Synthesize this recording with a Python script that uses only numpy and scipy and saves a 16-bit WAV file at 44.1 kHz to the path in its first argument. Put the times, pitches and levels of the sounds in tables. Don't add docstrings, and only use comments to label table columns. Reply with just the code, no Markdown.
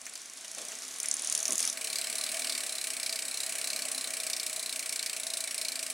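import sys
import numpy as np
from scipy import signal
from scipy.fft import rfft, irfft, next_fast_len
from scipy.io import wavfile
from scipy.ndimage import uniform_filter1d, map_coordinates

SR = 44100
rng = np.random.default_rng(int(sys.argv[2]) if len(sys.argv) > 2 else 0)


def generate_wav(signal):
    frames = np.transpose(np.atleast_2d(signal))
    scaled = np.clip(frames, -1, 1) * 32767
    pcm = np.round(scaled).astype(np.int16)
    wavfile.write(sys.argv[1], SR, pcm)


N = 261513
SPAN = 8192
AGE = np.arange(SPAN) / SR
TEETH = 20

# pitch in Hz, seconds to fade by 60 dB (called t60 below).
ROOM_FADE = [(200, 0.76), (2000, 0.81), (8000, 0.17), (15000, 0.018)]
# delay in seconds, level in dB.
WALL_ECHOES = [(.0045, -15.5), (.0063, -18), (0.0097, -25), (.0124, -50), (0.0133, -13), (0.0153, -13)]
# pitch in Hz, relative level in dB.
AIR_TONE = [(20, -7), (60, -7), (110, -5), (145, 0), (175, -12.5), (400, 0.5), (2000, -4.5), (15000, -53)]
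BEARING_TONE = [(150, -20.5), (400, -6), (950, -8), (1700, 0.5), (2050, 2), (2330, 3.5), (3300, -4),
                (4100, -2.5), (6300, -2.5), (7700, 2.5), (10000, -2.5), (12500, -12), (15500, -23)]
RUSTLE_TONE = [(500, -10.5), (1600, -6.5), (2400, -11.5), (3400, -0.5), (5000, 0), (6300, 3), (8200, -4),
               (9700, -1.5), (11000, -13.5), (12300, -14.5), (15500, -28)]
SIZZLE_TONE = [(6000, -45), (10500, 15), (13000, 13), (15500, 0)]
LINK_TONE = [(700, -65), (2300, -15.5), (4000, -15.5), (5300, -3.5), (6150, 3), (7250, 0.5), (8200, -5),
             (9200, 3.5), (9900, 2), (11000, -11.5), (12200, -23), (15500, -25)]
PAWL_TONE = [(1000, -25.5), (3500, -14), (5600, -3.5), (6400, -5), (7100, -6.5), (7650, 1.5), (8600, 1.5),
             (9500, -3.5), (10500, -3.5), (12000, -16.5), (13200, -15), (14600, -16), (15400, -14)]
STEREO_TONE = [(100, -61), (650, -34), (1000, -9.5), (2300, -12.5), (4100, -22.5), (6200, -18), (9000, -13),
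               (11000, -15.5), (13000, -87), (15500, -70)]
# pitch in Hz, width in Hz, relative level in dB.
FRAME_MODES = [(217, 11.5, -4), (261.4, 4.2, 5.5), (341, 16.5, -5.5), (458, 6.1, -4), (569.5, 19, -1),
               (751, 31, -3), (1074, 27.5, -3.5), (1180, 45, -5.5), (1240, 8.9, -6)]
RIM_MODES = [(646.7, 26.7, 16), (693, 120, -13)]
TUBE_MODES = [(213, 35, -4), (255, 32, 2), (398, 130, -5.5), (614, 78, 0), (826, 120, -9), (1095, 55, -1)]
SPROCKET_MODES = [(1565, 130, -7), (1920, 173, -2.5), (2035, 210, -7.5), (2221, 54, 5), (2336, 84, 8),
                  (2766, 490, -2), (3190, 110, -4)]
HUB_MODES = [(3600, 280, 8.5), (4130, 200, 18.5), (4690, 180, 8.5), (4990, 145, 11.5), (5250, 1000, 5.5),
             (5700, 220, -11)]
PAWL_MODES = [(7870, 83, -9), (8070, 120, 2), (9340, 320, -4), (10700, 65, -4), (11200, 150, -9.5),
              (13400, 60, -16), (15200, 230, -36)]
# time in seconds, level in dB.
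AIR_LEVELS = [(0, -68), (.6, -76), (1.5, -66), (5.9, -66)]
RUSTLE_LEVELS = [(0.0, -54), (.2, -47), (.33, -54), (0.44, -46.5), (0.696, -45), (1.024, -46.5),
                 (1.23, -40.5), (1.518, -40.5), (1.68, -38), (1.76, -48)]
SIZZLE_LEVELS = [(0, -73), (1.0, -58), (1.25, -65), (1.45, -48), (1.68, -50), (1.8, -64)]
LINK_LEVELS = [(0, -35.5), (.44, -37.5), (.52, -31.5), (.88, -33), (.972, -43), (1.0, -22.5), (1.058, -24),
               (1.12, -16), (1.168, -26.5), (1.22, -25.5), (1.25, -24), (1.35, -17), (1.404, -25),
               (1.46, -19), (1.553, -23), (1.58, -19), (1.695, -20.5), (1.73, -27.5)]
# time in seconds, boost of hiss and rim in dB, rumble level in dB.
BEARING_LEVELS = [(0, -9.5, -61.5), (.5, -8.5, -66.5), (.62, -4.5, -61), (.85, -5, -61.5),
                  (1.5, -1.5, -57.5), (1.76, -3, -56), (1.95, .5, -54), (2.5, 1.3, -54.5),
                  (2.85, -1.5, -58), (3.5, 0, -58.5), (3.75, 0, -53), (4.3, -1, -56), (5.3, -1.9, -59.5),
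                  (5.9, -1.5, -59)]
# time in seconds, chain motion (1 is running, near 0 is at rest).
CHAIN_MOTION = [(1.72, 1), (1.84, 0.026)]
# start in seconds, level in dB, t60 in seconds,
# boost of the low modes in dB, boost of the high mode in dB.
FRAME_KNOCKS = [(.566, -43, 0.22, -9, -1), (.603, -44, 0.34, -6, -16), (.715, -52, .25, -8, -22),
                (1.484, -36.5, 0.22, 5.5, 4.5), (1.518, -41.5, .11, 3, 2)]
# start in seconds, level in dB, pitch in Hz, t60 in seconds.
CHAIN_SLAPS = [(0.0659, -41.5, 2110, 0.065), (.137, -47, 4600, .03), (.155, -40, 4830, 0.047),
               (0.444, -45.5, 3000, 0.068), (.583, -44.5, 2690, 0.052), (0.72, -44, 2900, 0.037),
               (1.037, -38, 2260, 0.16), (1.05, -45, 2700, 0.045), (1.595, -43, 2980, 0.063),
               (1.638, -37, 2330, 0.085)]
# start in seconds, level in dB.
SLACK_CLICKS = [(0.0658, -34), (0.155, -32.5), (.961, -36), (0.9856, -34), (1.3903, -27), (1.5223, -19),
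                (1.593, -23), (1.6376, -33)]
# time in seconds, links run onto the sprocket so far.
LINKS_PASSED = [(.015, 0), (.2983, 7), (.4468, 11), (.821, 22), (1.031, 29), (1.195, 35), (1.5065, 47),
                (1.58, 50), (1.6995, 55), (1.7285, 56)]
# time in seconds, ratchet teeth passed so far.
TEETH_PASSED = [(1.7728, 0), (1.8118, 1), (1.8437, 2), (2.211, 15), (2.343, 20), (2.4955, 26), (2.605, 30),
                (2.8706, 39), (3.2215, 50), (3.5833, 62), (3.8205, 70), (4.168, 81), (4.66, 96),
                (4.9585, 105), (5.4045, 118), (5.6835, 126), (5.9, 132)]


def amp(db):
    return 10 ** (np.asarray(db) / 20)


def unit(x):
    return x / np.sqrt(np.mean(x ** 2) + 1e-20)


def along(points, hz):
    pitches, values = np.transpose(points)
    return np.interp(np.log(hz + 1), np.log(pitches + 1), values)


def curves(rows):
    times, *columns = np.transpose(rows)
    return [np.interp(np.arange(N) / SR, times, column) for column in columns]


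def colour(points):
    def response(hz):
        cepstrum = irfft(np.log(amp(along(points, hz))))
        half = len(cepstrum) // 2
        cepstrum[1:half] *= 2
        cepstrum[half + 1:] = 0
        return np.exp(rfft(cepstrum))
    return response


def body(modes):
    return lambda f: sum((-1) ** k * amp(db) * 1j * f * width / (hz * hz - f * f + 1j * f * width)
                         for k, (hz, width, db) in enumerate(modes))


def filtered(x, response):
    n = x.shape[-1]
    size = 2 * next_fast_len(n // 2 + SPAN // 4)
    return irfft(rfft(x, size) * response(np.fft.rfftfreq(size, 1 / SR)), size)[..., :n]


def contacts(count, t60, bounce_s, bounce_db, scatter_s, chatter_db, chatter_t60):
    t = AGE[:SPAN // 4]
    chance = rng.standard_normal((count, 2))
    since_bounce = t - bounce_s - scatter_s * chance[:, :1]
    bounce = amp(bounce_db + 1.7 * chance[:, 1:] - 60 * np.abs(since_bounce) / t60) * (since_bounce > 0)
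    power = amp(-60 * t / t60) ** 2 + bounce ** 2 + amp(chatter_db - 60 * t / chatter_t60) ** 2
    return np.sqrt(power) * rng.standard_normal(power.shape)


def place(starts, levels_db, sounds, hold_s):
    out = np.zeros(N + SR)
    for start, db, sound in zip(starts, levels_db, sounds):
        scaled = amp(db) * np.sqrt(hold_s * SR) * sound / np.linalg.norm(sound)
        out[max(round(start * SR), 0):][:len(sound)] += scaled
    return out[:N]


def passing(rows):
    times, passed = np.transpose(rows)
    return np.interp(np.arange(round(passed[-1]) + 1), passed, times)


def facing(tooth, peak_tooth):
    return np.cos(2 * np.pi * (tooth - peak_tooth) / TEETH)


def room(x, tail_db, wall_db):
    hz, t, spectrum = signal.stft(rng.standard_normal((2, SR // 3)), SR, nperseg=256)
    fade = amp(-60 * t / along(ROOM_FADE, hz)[:, None])
    tail = signal.istft(spectrum * fade, SR, nperseg=256)[1]
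    wash = signal.fftconvolve(x[None], tail / np.linalg.norm(tail[0]), axes=1)[:, :N]
    echoes = filtered(x, lambda f: sum(amp(db) * np.exp(-2j * np.pi * f * s) for s, db in WALL_ECHOES))
    return x + amp(wall_db) * echoes + amp(tail_db) * wash


def stereo_spread(x, delay_s, scatter_db):
    t = AGE[:SPAN // 4]
    scatter = rng.standard_normal(len(t)) * amp(-60 * t / 0.1)
    spokes = signal.fftconvolve(x, scatter / np.linalg.norm(scatter))[:N]
    frame = filtered(x, lambda f: np.exp(-2j * np.pi * f * delay_s))
    side = filtered(amp(-1.5) * frame + amp(scatter_db) * spokes, colour(STEREO_TONE))
    return np.array([side, -side])


def air():
    level_db, = curves(AIR_LEVELS)
    noise = rng.standard_normal(N) + 0.73 * rng.standard_normal((2, N))
    return amp(level_db) * unit(filtered(noise, colour(AIR_TONE)))


def bearings():
    boost_db, rumble_db = curves(BEARING_LEVELS)
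    waver_db = 2 * map_coordinates(rng.standard_normal(SPAN), [np.arange(N) / SR * 7])
    rumble = unit(filtered(rng.standard_normal(N), body(FRAME_MODES)))
    rim = unit(filtered(rng.standard_normal(N), body(RIM_MODES)))
    hiss = unit(filtered(rng.standard_normal(N), colour(BEARING_TONE)))
    running, = curves(CHAIN_MOTION)
    rim_db = -54 + boost_db - 5.5 * running + waver_db
    return amp(rumble_db) * rumble + amp(rim_db) * rim + amp(-43 + boost_db) * hiss


def frame_knocks():
    starts, db, t60, low_db, high_db = np.transpose(FRAME_KNOCKS)
    swell = 1 - np.exp(-AGE / 0.0027)
    push = rng.standard_normal((len(starts), SPAN)) * amp(-60 * AGE / t60[:, None]) * swell
    tubes = lambda f: (amp(low_db[:, None]) * body(TUBE_MODES[:2])(f)
                       + body(TUBE_MODES[2:5])(f)
                       + amp(high_db[:, None]) * body(TUBE_MODES[5:])(f))
    return place(starts, db, filtered(push, tubes), hold_s=0.0077)


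def chain_rustle():
    rustle_db, = curves(RUSTLE_LEVELS)
    sizzle_db, = curves(SIZZLE_LEVELS)
    running, = curves(CHAIN_MOTION)
    flutter_db = 2.2 * map_coordinates(rng.standard_normal(N // 100), [np.arange(N) / SR * 90])
    taps = (rng.random(N) < 4500 / SR) * rng.standard_normal(N)
    rustle = unit(filtered(unit(taps) + 0.087 * rng.standard_normal(N), colour(RUSTLE_TONE)))
    sizzle = unit(filtered(taps, colour(SIZZLE_TONE)))
    return amp(flutter_db) * running * (amp(rustle_db - 1.5) * rustle + amp(sizzle_db) * sizzle)


def chain_slaps():
    starts, db, ring_hz, t60 = np.transpose(CHAIN_SLAPS)
    rattles = rng.standard_normal((len(starts), SPAN // 2)) * amp(-60 * AGE[:SPAN // 2] / t60[:, None])
    rings = [filtered(rattle, body([(hz, 800, 0), (1500, 900, -10), (6300, 2500, -12)]))
             for rattle, hz in zip(rattles, ring_hz)]
    return place(starts, db, rings, hold_s=0.0077)


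def link_clicks():
    in_step = passing(LINKS_PASSED)
    in_step_db = np.interp(in_step, *np.transpose(LINK_LEVELS))
    starts, db = np.vstack([np.column_stack([in_step, in_step_db]), SLACK_CLICKS]).T
    hits = contacts(len(starts), t60=0.0028, bounce_s=0.0005, bounce_db=8,
                    scatter_s=0.0001, chatter_db=-18, chatter_t60=0.035)
    delay_s = 0.0026 + 0.00015 * rng.standard_normal((len(starts), 1))
    wall = lambda f: 1 + amp(-6) * np.exp(-2j * np.pi * f * delay_s)
    clicks = filtered(hits, lambda f: colour(LINK_TONE)(f) * wall(f))
    return place(starts - 0.0002, db, clicks, hold_s=0.0013)


def tone_drift(snaps, depth_db, blur_hz):
    spectra = rfft(snaps)
    drift = uniform_filter1d(rng.standard_normal((TEETH, spectra.shape[1])), size=4, axis=0, mode="wrap")
    drift = uniform_filter1d(drift, max(1, round(blur_hz * snaps.shape[1] / SR)), axis=1)
    return irfft(spectra * amp(depth_db * unit(drift))[np.arange(len(snaps)) % TEETH])


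def sprocket_ring(starts, tooth, scatter_db):
    shakes = contacts(len(starts), t60=0.0066, bounce_s=0.0046, bounce_db=-1,
                      scatter_s=0.00076, chatter_db=-8.5, chatter_t60=0.031)
    teeth_from_dip = (tooth - 14.4 + TEETH / 2) % TEETH - TEETH / 2
    db = -40 - 7 * np.exp(-(teeth_from_dip / 2.8) ** 2) + scatter_db
    return place(starts, db, filtered(shakes, body(SPROCKET_MODES)), hold_s=0.0064)


def hub_ring(starts, tooth, scatter_db):
    blows = contacts(len(starts), t60=0.012, bounce_s=0.0055, bounce_db=-8,
                     scatter_s=0.00011, chatter_db=-3.5, chatter_t60=0.03)
    position = facing(tooth, 6.02)
    swell_db = 20 * np.log10(np.hypot(position, amp(-6.5)))
    lean_db = 1.5 * facing(tooth, 7.3)
    lower = filtered(blows, body(HUB_MODES[:2]))
    upper = amp(4.4 * position[:, None] + 1) * filtered(blows, body(HUB_MODES[2:]))
    return place(starts, -33 + swell_db + lean_db + scatter_db, lower + upper, hold_s=0.0045)


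def pawl_snaps(starts, tooth, scatter_db):
    snaps = contacts(len(starts), t60=0.012, bounce_s=0.0024, bounce_db=5,
                     scatter_s=0.00035, chatter_db=3, chatter_t60=0.071)
    snaps = tone_drift(snaps, depth_db=1.73, blur_hz=404)
    db = -33 - 3.5 * np.exp((starts[0] - starts) / 0.022) + scatter_db
    treble_db = -2 * facing(tooth[:, None], 2.7)
    ring_db = -10.5 + 6.5 * facing(tooth, 2.6)
    treble = lambda f: amp(treble_db * np.exp(-((f - 10300) / 570) ** 2))
    clicks = filtered(snaps, lambda f: colour(PAWL_TONE)(f) * treble(f))
    rings = filtered(snaps, body(PAWL_MODES))
    return place(starts, db, clicks, hold_s=0.009) + place(starts, db + ring_db, rings, hold_s=0.0058)


def freewheel():
    starts = passing(TEETH_PASSED)
    tooth = np.arange(len(starts))
    chance = rng.standard_normal((len(starts), 3)).T
    return (pawl_snaps(starts, tooth, scatter_db=1.06 * chance[0])
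            + hub_ring(starts, tooth, scatter_db=1.42 * chance[1])
            + sprocket_ring(starts, tooth, scatter_db=1.42 * chance[2]))


def scene():
    bike = freewheel() + link_clicks() + chain_rustle() + chain_slaps() + frame_knocks() + bearings()
    bike = filtered(bike, lambda f: (1j * f / (1j * f + 110)) ** 2)
    background = air() + room(bike, tail_db=-20, wall_db=-5) - bike
    return background + bike + stereo_spread(bike, delay_s=0.0016, scatter_db=-6.5)


def record(dry):
    return filtered(dry, lambda hz: hz < 15850)


dry = scene()
out = record(dry)
generate_wav(out)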